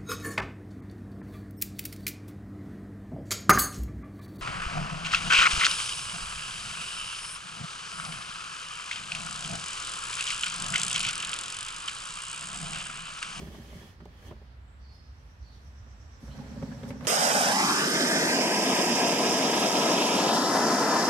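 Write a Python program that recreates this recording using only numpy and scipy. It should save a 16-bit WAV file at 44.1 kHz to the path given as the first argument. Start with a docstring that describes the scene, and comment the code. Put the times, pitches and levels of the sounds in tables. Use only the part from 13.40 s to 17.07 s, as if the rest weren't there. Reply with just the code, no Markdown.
"""Sliding a slatted cabinet door

A wooden tambour door on a patio gets two short pushes, a pause, then a firmer pull. Streams of tiny random
impacts make the slats rub in their groove and bump the hollow case; single knocks, a tick and squeaks are added.
A sleeve brushes softly between. Behind are gliding bird notes, insects made of noise bands, air and a low drone."""
import sys
import numpy as np
from scipy import signal
from scipy.fft import rfft, irfft, next_fast_len
from scipy.io import wavfile
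from scipy.ndimage import uniform_filter1d

SR = 44100
rng = np.random.default_rng(int(sys.argv[2]) if len(sys.argv) > 2 else 0)


def store_wav(level_fs):
    """Save 16-bit WAV to argv[1]."""
    pcm = np.round(np.clip(np.atleast_2d(level_fs), -1, 1) * 32767)
    wavfile.write(sys.argv[1], SR, pcm.T.astype(np.int16))


N = 161847  # length of the scene in samples


def undb(db):
    """Turn decibels into gain."""
    return 10 ** (np.asarray(db) / 20)


def unit(x):
    """Scale a sound to an average strength (rms) of one."""
    return x / np.sqrt(np.mean(x ** 2) + 1e-20)


def over_hz(points, size):
    """Join (pitch_hz, value) points on a log pitch axis, at the bins of a sound of this size."""
    hz, value = np.array(points, float).T
    bin_hz = np.arange(size // 2 + 1) * SR / size
    return np.interp(np.log(bin_hz + 1), np.log(hz), value)


def colour(x, points):
    """Make some pitches louder or softer, following a (pitch_hz, level_db) curve."""
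    size = next_fast_len(x.shape[-1] + 2048)
    spectrum = rfft(x, size) * undb(over_hz(points, size))
    return irfft(spectrum, size)[..., :x.shape[-1]]


def pair(x, likeness):
    """Blend two unrelated signals into a left and right that are alike to a given degree at each pitch."""
    size = next_fast_len(N + 2048)
    alike = np.clip(over_hz(likeness, size), -.999, .999)
    mid, side = rfft(x, size) * np.sqrt([1 + alike, 1 - alike])
    return irfft(np.array([mid + side, mid - side]), size)[:, :N] / np.sqrt(2)


def band(x, hz, width_hz):
    """Pass a sound through one resonance, with a gain of one at its centre."""
    return signal.lfilter(*signal.iirpeak(hz, hz / width_hz, fs=SR), x)


def curves(table):
    """Turn rows of (time_s, level_db, ..) into gains over time, silent outside the rows."""
    times, *levels = np.array(table, float).T
    t = np.arange(N) / SR
    return [undb(np.interp(t, times, db, left=-200, right=-200)) for db in levels]


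def walk(hz):
    """Wander smoothly at random, heading for a new value this many times a second, with a spread near one."""
    step = max(int(SR / hz), 1)
    held = rng.standard_normal(N)[np.arange(N) // step]
    return unit(uniform_filter1d(held, step))


def fade(t, t60):
    """Die away exponentially, dropping 60 dB in t60 seconds."""
    return np.exp(-np.log(1000) * t / t60)


def add(out, x, start):
    """Mix a sound in at a time in seconds."""
    i = int(np.clip(start * SR, 0, N - 1))
    out[:, i:i + x.shape[-1]] += x[..., :N - i]


def grains(per_s, spread_db):
    """Make two streams of tiny random impacts, of uneven size when spread_db is above zero."""
    size = undb(spread_db * np.minimum(rng.exponential(size=(2, N)), 5))
    hits = rng.random((2, N)) < per_s / SR
    sign = np.sign(rng.standard_normal((2, N)))
    return unit(hits * size * sign)


# How the door moves in the pushes and in the pull
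# columns: time_s, case_rumble_db, slat_scrape_db, groove_hiss_db
PUSH_MOVES = [(0, -41, -53, -59.5), (.1, -50, -56.5, -64), (.27, -54, -57, -63), (.37, -55, -54.5, -62),
              (.42, -51, -57.5, -64), (.5, -58, -58, -67), (.57, -71, -75, -82), (.68, -54.5, -66.5, -102),
              (.78, -68, -63.5, -75.5), (.885, -47.5, -56.5, -63), (.93, -49.5, -67, -89),
              (1.1, -84, -78, -100), (1.2, -77, -96, -98)]
PULL_MOVES = [(2.8, -64, -71, -72), (2.83, -50, -61.5, -65), (2.93, -50.5, -57.5, -68.5),
              (3.0, -42, -55, -68), (3.08, -45.5, -55, -70), (3.18, -38, -56, -69.5),
              (3.3, -43.5, -53.5, -68), (3.38, -44.5, -56.5, -68), (3.465, -42, -52.5, -66),
              (3.495, -38, -55.5, -53), (3.53, -37.5, -50.5, -72), (3.58, -43.5, -66, -74),
              (3.63, -39, -53.5, -64), (3.655, -43, -43, -53), (3.68, -33, -51, -63)]
# Resonances of the groove; columns: pitch_hz, width_hz, relative_level_db
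GROOVE_RESONANCES = [(787, 23, -1), (1669, 44, 0.5), (1805, 88, -3.5), (2210, 110, -6), (3080, 120, 0.5),
                     (3318, 76, 0.5), (4310, 49, -10), (5100, 50, -11), (6040, 190, -10.5)]
# Tone of the rubbing slats and of the fine hiss; columns: pitch_hz, relative_level_db
PUSH_SCRAPE_TONE = [(250, -1), (450, 5.5), (900, -2.5), (1200, 0), (1450, -9.5), (1800, -3), (2250, -6),
                    (2650, -4.5), (3300, -12.5), (4500, -14.5), (8000, -21)]
PUSH_HISS_TONE = [(2000, -16), (3500, -3), (4300, 0.5), (6000, 0), (7000, -4), (9500, -7), (11500, -4),
                  (13500, -13), (16000, -18)]
PULL_SCRAPE_TONE = [(250, -9), (450, 1), (850, 0), (1300, -3.5), (1800, -5), (2600, -12), (3300, -17.5),
                    (4500, -13.5), (8000, -35)]
PULL_HISS_TONE = [(2000, -17), (3500, 3.5), (4200, -2.5), (6000, 4), (7000, -2), (9500, -3), (11500, -2),
                  (13500, -10), (16000, -17)]
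# How alike left and right are for the door sounds; columns: pitch_hz, likeness (no unit, held below 1)
DOOR_LIKENESS = [(60, 1.8), (200, 0.8), (400, 0.85), (700, 0.85), (1200, 0.2), (16000, 0)]
BUMPS_PER_S, BUMP_SPREAD_DB = 460, 2
GRAINS_PER_S, GRAIN_SPREAD_DB = 5000, 0
HISS_GRAINS_PER_S, HISS_SPREAD_DB = 14000, 2.1
GROOVE_FLICKER_HZ, GROOVE_FLICKER_DB = 24.73, 4
JUDDER_HZ, JUDDER_DB = 45.37, 1


def slide(movement, modes, scrape_colour, hiss_colour, groove_db):
    """Slats bump the case and rub in the groove, in an uneven judder of stick and slip."""
    rumble_gain, scrape_gain, hiss_gain = curves(movement)
    judder = undb(JUDDER_DB * walk(JUDDER_HZ))

    # every bump sets the whole case ringing
    case_ring = modes.sum(0)
    bumps = signal.fftconvolve(grains(BUMPS_PER_S, BUMP_SPREAD_DB), case_ring[None])[:, :N]

    rub = grains(GRAINS_PER_S, GRAIN_SPREAD_DB) * judder
    groove = np.zeros((2, N))
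    for hz, width_hz, db in GROOVE_RESONANCES:
        flicker_db = GROOVE_FLICKER_DB * walk(GROOVE_FLICKER_HZ)
        groove += undb(db + flicker_db) * band(rub, hz, width_hz)
    slats = unit(colour(rub, scrape_colour)) + undb(groove_db) * unit(groove)

    # the fine hiss follows the judder more weakly
    fine_grains = grains(HISS_GRAINS_PER_S, HISS_SPREAD_DB) * judder ** .5
    hiss = unit(colour(fine_grains, hiss_colour))
    return pair(rumble_gain * unit(bumps) + scrape_gain * slats + hiss_gain * hiss, DOOR_LIKENESS)


# Ringing modes of the hollow case
# columns: pitch_hz, t60_s, relative_push_level_db, relative_pull_level_db
CASE_MODES = [(99, 0.094, 0, -8), (136.7, .14, -1.5, 1), (178.3, 0.093, 5, -3.5), (202, 0.15, -2, -3),
              (227.1, 0.12, 2, 1), (261.8, 0.14, -8.5, -1.5), (309, 0.029, 3.5, -8.5),
              (409.8, 0.06, -2, -10.5), (547.4, 0.082, -10.5, -7), (602.5, 0.071, -5, -19.5),
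              (783, 0.043, -15, -23), (927, 0.028, -11.5, -17.5), (1060, 0.029, -24, -32)]


def case_modes(pulling):
    """The ring of the case after a tap, a row per mode; the mix depends on where the door stands, push or pull."""
    t = np.arange(SR // 4) / SR
    rows = []
    for k, (hz, t60, push_db, pull_db) in enumerate(CASE_MODES):
        gain = undb(pull_db if pulling else push_db)
        sign = (-1) ** k  # neighbouring modes start in opposite directions
        rows.append(sign * gain * fade(t, t60) * np.sin(2 * np.pi * hz * t))
    return np.array(rows)


KNOCK_WINDOW_S = 0.021


def sized(x, db):
    """Give a short sound the energy that a steady sound of this level has in the knock window."""
    energy = np.mean(np.sum(x ** 2, axis=-1))
    return x * undb(db) / np.sqrt(energy / (KNOCK_WINDOW_S * SR))


# Knocks of the slats; columns: start_s, low_thud_db, hollow_ring_db, crack_db, crack_centre_hz
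SLAT_KNOCKS = [(.018, -53, -60, -67, 750), (.072, -43.5, -68, -60, 1200), (0.145, -66, -59, -53, 980),
               (0.185, -42.5, -66, -66, 800), (0.327, -56, -60.5, -61, 1100), (0.356, -46, -67, -72, 1000),
               (.603, -50.5, -69, -55.5, 1270), (0.621, -47.5, -61, -71, 800), (0.6551, -53, -52, -58, 700),
               (.910, -52, -48.5, -54.5, 940), (.921, -57, -51, -58.5, 836), (0.962, -67, -60, -68, 800),
               (1.015, -74, -57.5, -72, 700), (2.464, -59, -67, -67, 900), (2.824, -43, -61, -77, 800),
               (2.879, -43.5, -57.5, -61, 1000), (2.988, -42.5, -54, -54.5, 900),
               (3.17, -52, -62, -73, 800), (3.2243, -33, -42.5, -46.5, 840), (3.278, -40, -53.5, -72, 800),
               (3.315, -37.5, -57, -53, 1650), (3.432, -38, -46, -51.5, 3640),
               (3.504, -35.5, -41.5, -47.5, 2370), (3.607, -38.5, -58, -49.5, 1840),
               (3.625, -42, -49.5, -57, 1520), (3.648, -44, -49.5, -48, 3100)]
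# Basic tone of the dry crack; columns: pitch_hz, relative_level_db
CRACK_TONE = [(300, 0), (700, 8), (1400, 2.5), (2200, -4), (3600, -10), (6000, -20.5), (15000, -32.5)]
CRACK_T60_S, CONTACT_S = 0.056, 0.00081
CRACK_PEAK_DB, CRACK_Q = -5.5, 2.7  # the struck slat colours its crack
KNOCK_SCATTER_DB = 3  # each knock favours other modes
THUD_TOP_HZ = 380  # case modes below this make the thud, the others the ring
PULL_FROM_S = 2  # knocks after this time belong to the pull


def knocks():
    """Each knock thuds and rings in the case, with a short dry crack of noise."""
    out, cracks = np.zeros((2, N)), np.zeros((2, N))
    t = np.arange(SR // 4) / SR
    low = np.array(CASE_MODES)[:, 0] < THUD_TOP_HZ
    contact = 1 - np.exp(-t / CONTACT_S)  # a slightly softened start
    for start, thud_db, ring_db, crack_db, crack_hz in SLAT_KNOCKS:
        scatter = undb(KNOCK_SCATTER_DB * rng.standard_normal((len(CASE_MODES), 1)))
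        modes = case_modes(pulling=start > PULL_FROM_S) * contact * scatter
        thud = sized(modes[low].sum(0), thud_db)
        ring = sized(modes[~low].sum(0), ring_db)
        add(out, thud + ring, start)

        noise = colour(rng.standard_normal((2, len(t))), CRACK_TONE)
        peak = unit(band(noise, crack_hz, crack_hz / CRACK_Q))
        crack = unit(noise) + undb(CRACK_PEAK_DB) * peak
        add(cracks, sized(crack * fade(t, CRACK_T60_S) * contact, crack_db), start)
    return out + pair(cracks, DOOR_LIKENESS)


TICK_AT_S, TICK_DB, TICK_T60_S = .6545, -67.5, 0.013


def tick():
    """One sharp tick as the door catches: a burst of hissy noise that dies at once."""
    out = np.zeros((2, N))
    t = np.arange(SR // 4) / SR
    burst = colour(rng.standard_normal((2, len(t))), PUSH_HISS_TONE) * fade(t, TICK_T60_S)
    add(out, sized(burst, TICK_DB), TICK_AT_S)
    return pair(out, DOOR_LIKENESS)


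# Squeaks where a slat binds; columns: middle_s, half_length_s, pitch_hz, width_hz, level_db
SLAT_SQUEAKS = [(0.364, .12, 2080, 260, -63), (.892, 0.037, 3140, 520, -61), (3.02, 0.057, 834, 40, -54),
                (3.322, .025, 1655, 140, -55)]


def squeaks():
    """A binding slat chatters briefly: tiny impacts excite one resonance."""
    t = np.arange(N) / SR
    out = np.zeros((2, N))
    for middle, half_length, hz, width_hz, db in SLAT_SQUEAKS:
        swell = np.cos(np.pi / 2 * np.clip((t - middle) / half_length, -1, 1)) ** 2
        chatter = band(band(grains(GRAINS_PER_S, 1), hz, width_hz), hz, 2 * width_hz)
        out += undb(db) * swell * unit(chatter)
    return pair(out, DOOR_LIKENESS)


# The sleeve brushes as the hand changes its grip; columns: time_s, level_db
SLEEVE_MOVES = [(1.48, -93), (1.54, -76), (1.66, -89), (1.87, -78), (2.0, -87), (2.14, -77.5), (2.28, -76),
                (2.42, -92)]
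# Tone of the cloth; columns: pitch_hz, relative_level_db
SLEEVE_TONE = [(500, -16), (2500, 2), (6000, 1), (11500, 0.5), (16000, -13)]


def sleeve():
    """Cloth brushes on cloth, faint and finely grained: many tiny impacts, coloured."""
    gain = curves(SLEEVE_MOVES)[0]
    return gain * unit(colour(grains(per_s=9000, spread_db=3.0), SLEEVE_TONE))


# Bird notes; columns: start_s, length_s, start_hz, end_hz, relative_level_db, buzz (share of the pitch)
BIRD_NOTES = [(1.18, .07, 7300, 7650, -83, .035), (1.24, 0.13, 7800, 7750, -75.5, .035),
              (1.4, 0.16, 4540, 4730, -66, 0.021), (1.43, .2, 4290, 4390, -63.5, .01),
              (1.51, 0.11, 5150, 5106, -62.5, 0.015), (2.01, 0.128, 4450, 4350, -61, 0.042),
              (2.08, .12, 4110, 3250, -67.5, 0.069), (2.903, 0.023, 2943, 3340, -54, 0.028),
              (2.91, 0.036, 4050, 4220, -57, 0.033)]
FLUTTER_HZ, FLUTTER_DB = 37.2, 1.5
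BIRDS_DIRECT_DB, GARDEN_T60_S, GARDEN_WET_DB = -5.5, 0.61, -1


def birds():
    """Gliding tones with a random buzz in pitch and a flutter in level, smeared by the trees."""
    out, waver = np.zeros((2, N)), walk(500)
    for start, length, from_hz, to_hz, db, buzz in BIRD_NOTES:
        u = np.linspace(0, 1, int(length * SR))  # progress through the note
        glide_hz = from_hz + (to_hz - from_hz) * u
        hz = glide_hz * (1 + buzz * np.roll(waver, -int(start * SR))[:len(u)])
        tone = np.sin(2 * np.pi * np.cumsum(hz) / SR)
        flutter_db = FLUTTER_DB * np.sin(2 * np.pi * FLUTTER_HZ * length * u)
        swell = np.sqrt(4 * u * (1 - u))
        add(out, undb(db + flutter_db) * swell * tone, start)

    # fading noise stands for the many echoes from the trees
    trees = rng.standard_normal((2, SR)) * fade(np.arange(SR) / SR, GARDEN_T60_S)
    echoes = signal.fftconvolve(out, unit(trees) / np.sqrt(SR), axes=1)[:, :N]
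    return undb(BIRDS_DIRECT_DB) * out + undb(GARDEN_WET_DB) * echoes


def shrill(hz, width_hz):
    """Noise through the same resonance three times, for a band of shrilling."""
    x = rng.standard_normal((2, N))
    for _ in range(3):
        x = band(x, hz, width_hz)
    return unit(x)


# Levels of the insects
# columns: time_s, lower_chorus_db (before its pulsing), upper_chorus_db (before its flicker), broad_shrill_db
INSECT_LEVELS = [(0, -84, -91, -71), (1.15, -98, -97, -74.5), (1.22, -88, -88, -96), (1.35, -93, -85, -96),
                 (1.42, -81, -94, -70.5), (2.1, -72, -85.5, -79.5), (2.6, -69, -78, -78.5),
                 (3.3, -65.5, -69.5, -65), (3.67, -65.5, -75, -78)]
CHIRP_HZ, CHIRP_AT_S, CHIRP_DB = 8.35, 2.51, 3


def insects():
    """Three bands of shrilling noise; the lower chorus pulses about eight times a second, the upper flickers."""
    t = np.arange(N) / SR
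    pulse = undb(CHIRP_DB * np.cos(2 * np.pi * CHIRP_HZ * (t - CHIRP_AT_S)))
    flicker = undb(walk(18))
    lower_gain, upper_gain, broad_gain = curves(INSECT_LEVELS)
    broad = broad_gain * shrill(hz=4580, width_hz=2700)
    lower = lower_gain * pulse * shrill(hz=5666, width_hz=1420)
    upper = upper_gain * flicker * shrill(hz=7510, width_hz=1600)
    return broad + lower + upper


# Tone of the garden air; columns: pitch_hz, relative_level_db
AIR_TONE = [(20, -20), (35, 3), (55, 15), (100, 21), (135, 14), (170, 8.5), (240, 7.5), (320, -0.5),
            (550, -0.5), (900, -0.5), (1800, -2.5), (2300, -7.5), (3600, -11.5), (4100, -14.5),
            (6200, -24.5), (7000, -29.5), (9000, -29), (12000, -30.5), (16000, -37)]
# Slow swell of the air; columns: time_s, relative_level_db
AIR_SWELL_LEVELS = [(0, -1), (1.3, -0.5), (1.9, -0.5), (2.5, 1), (3.7, 4.5)]
# How alike left and right are for air and drone; columns: pitch_hz, likeness (no unit, -1 to 1)
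GARDEN_LIKENESS = [(60, 0.99), (130, 0.96), (220, 0.82), (400, 0.63), (700, 0.23), (1300, -0.27),
                   (3000, 0.037)]
AIR_DB = -54.5  # before the slow swell
DRONE_HZ, DRONE_WIDTH_HZ, DRONE_DB = 64.1, 15.4, -49
THROB_HZ, THROB_DB = 19, 2.5


def garden():
    """Soft outdoor air of coloured noise, over a low drone of narrow noise that throbs unevenly."""
    air = unit(colour(rng.standard_normal((2, N)), AIR_TONE)) * curves(AIR_SWELL_LEVELS)[0]

    # the first second is dropped so that the resonances have settled
    noise = rng.standard_normal((2, N + SR))
    drone = band(band(noise, DRONE_HZ, DRONE_WIDTH_HZ), DRONE_HZ, 2 * DRONE_WIDTH_HZ)[:, SR:]
    swell = np.abs(signal.hilbert(unit(drone)))
    throb = undb(THROB_DB * walk(THROB_HZ))
    drone = unit(drone / (swell + 1.2) * throb)  # dividing evens out the loudest swells
    drone = colour(drone, [(25, -22), (48, 0)])  # less of the very deepest sound
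    return pair(undb(AIR_DB) * air + undb(DRONE_DB) * drone, GARDEN_LIKENESS)


# Balance of the two sides; columns: pitch_hz, left_minus_right_db
SIDE_BALANCE = [(60, -1.8), (700, -0.5), (1300, -3), (2400, -.8), (4400, -4.5), (8000, -4.5), (15000, -3.3)]


def lean(x):
    """Tip the balance between left and right by pitch, half the change on each side."""
    left = colour(x[0], [(hz, db / 2) for hz, db in SIDE_BALANCE])
    right = colour(x[1], [(hz, -db / 2) for hz, db in SIDE_BALANCE])
    return np.array([left, right])


def scene():
    """The door close by, the garden behind, all leaning a little to the right."""
    push = slide(PUSH_MOVES, case_modes(pulling=False), PUSH_SCRAPE_TONE, PUSH_HISS_TONE, groove_db=-4.5)
    pull = slide(PULL_MOVES, case_modes(pulling=True), PULL_SCRAPE_TONE, PULL_HISS_TONE, groove_db=-22)
    door = push + pull + knocks() + tick() + squeaks()
    background = birds() + insects() + garden()
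    return lean(door + sleeve() + background)


TOP_HZ = 15750


def record(dry):
    """The recorder cuts the top steeply."""
    top_cut = signal.ellip(12, .1, 80, TOP_HZ, fs=SR, output="sos")
    return signal.sosfilt(top_cut, dry)


dry = scene()
out = record(dry)
store_wav(out)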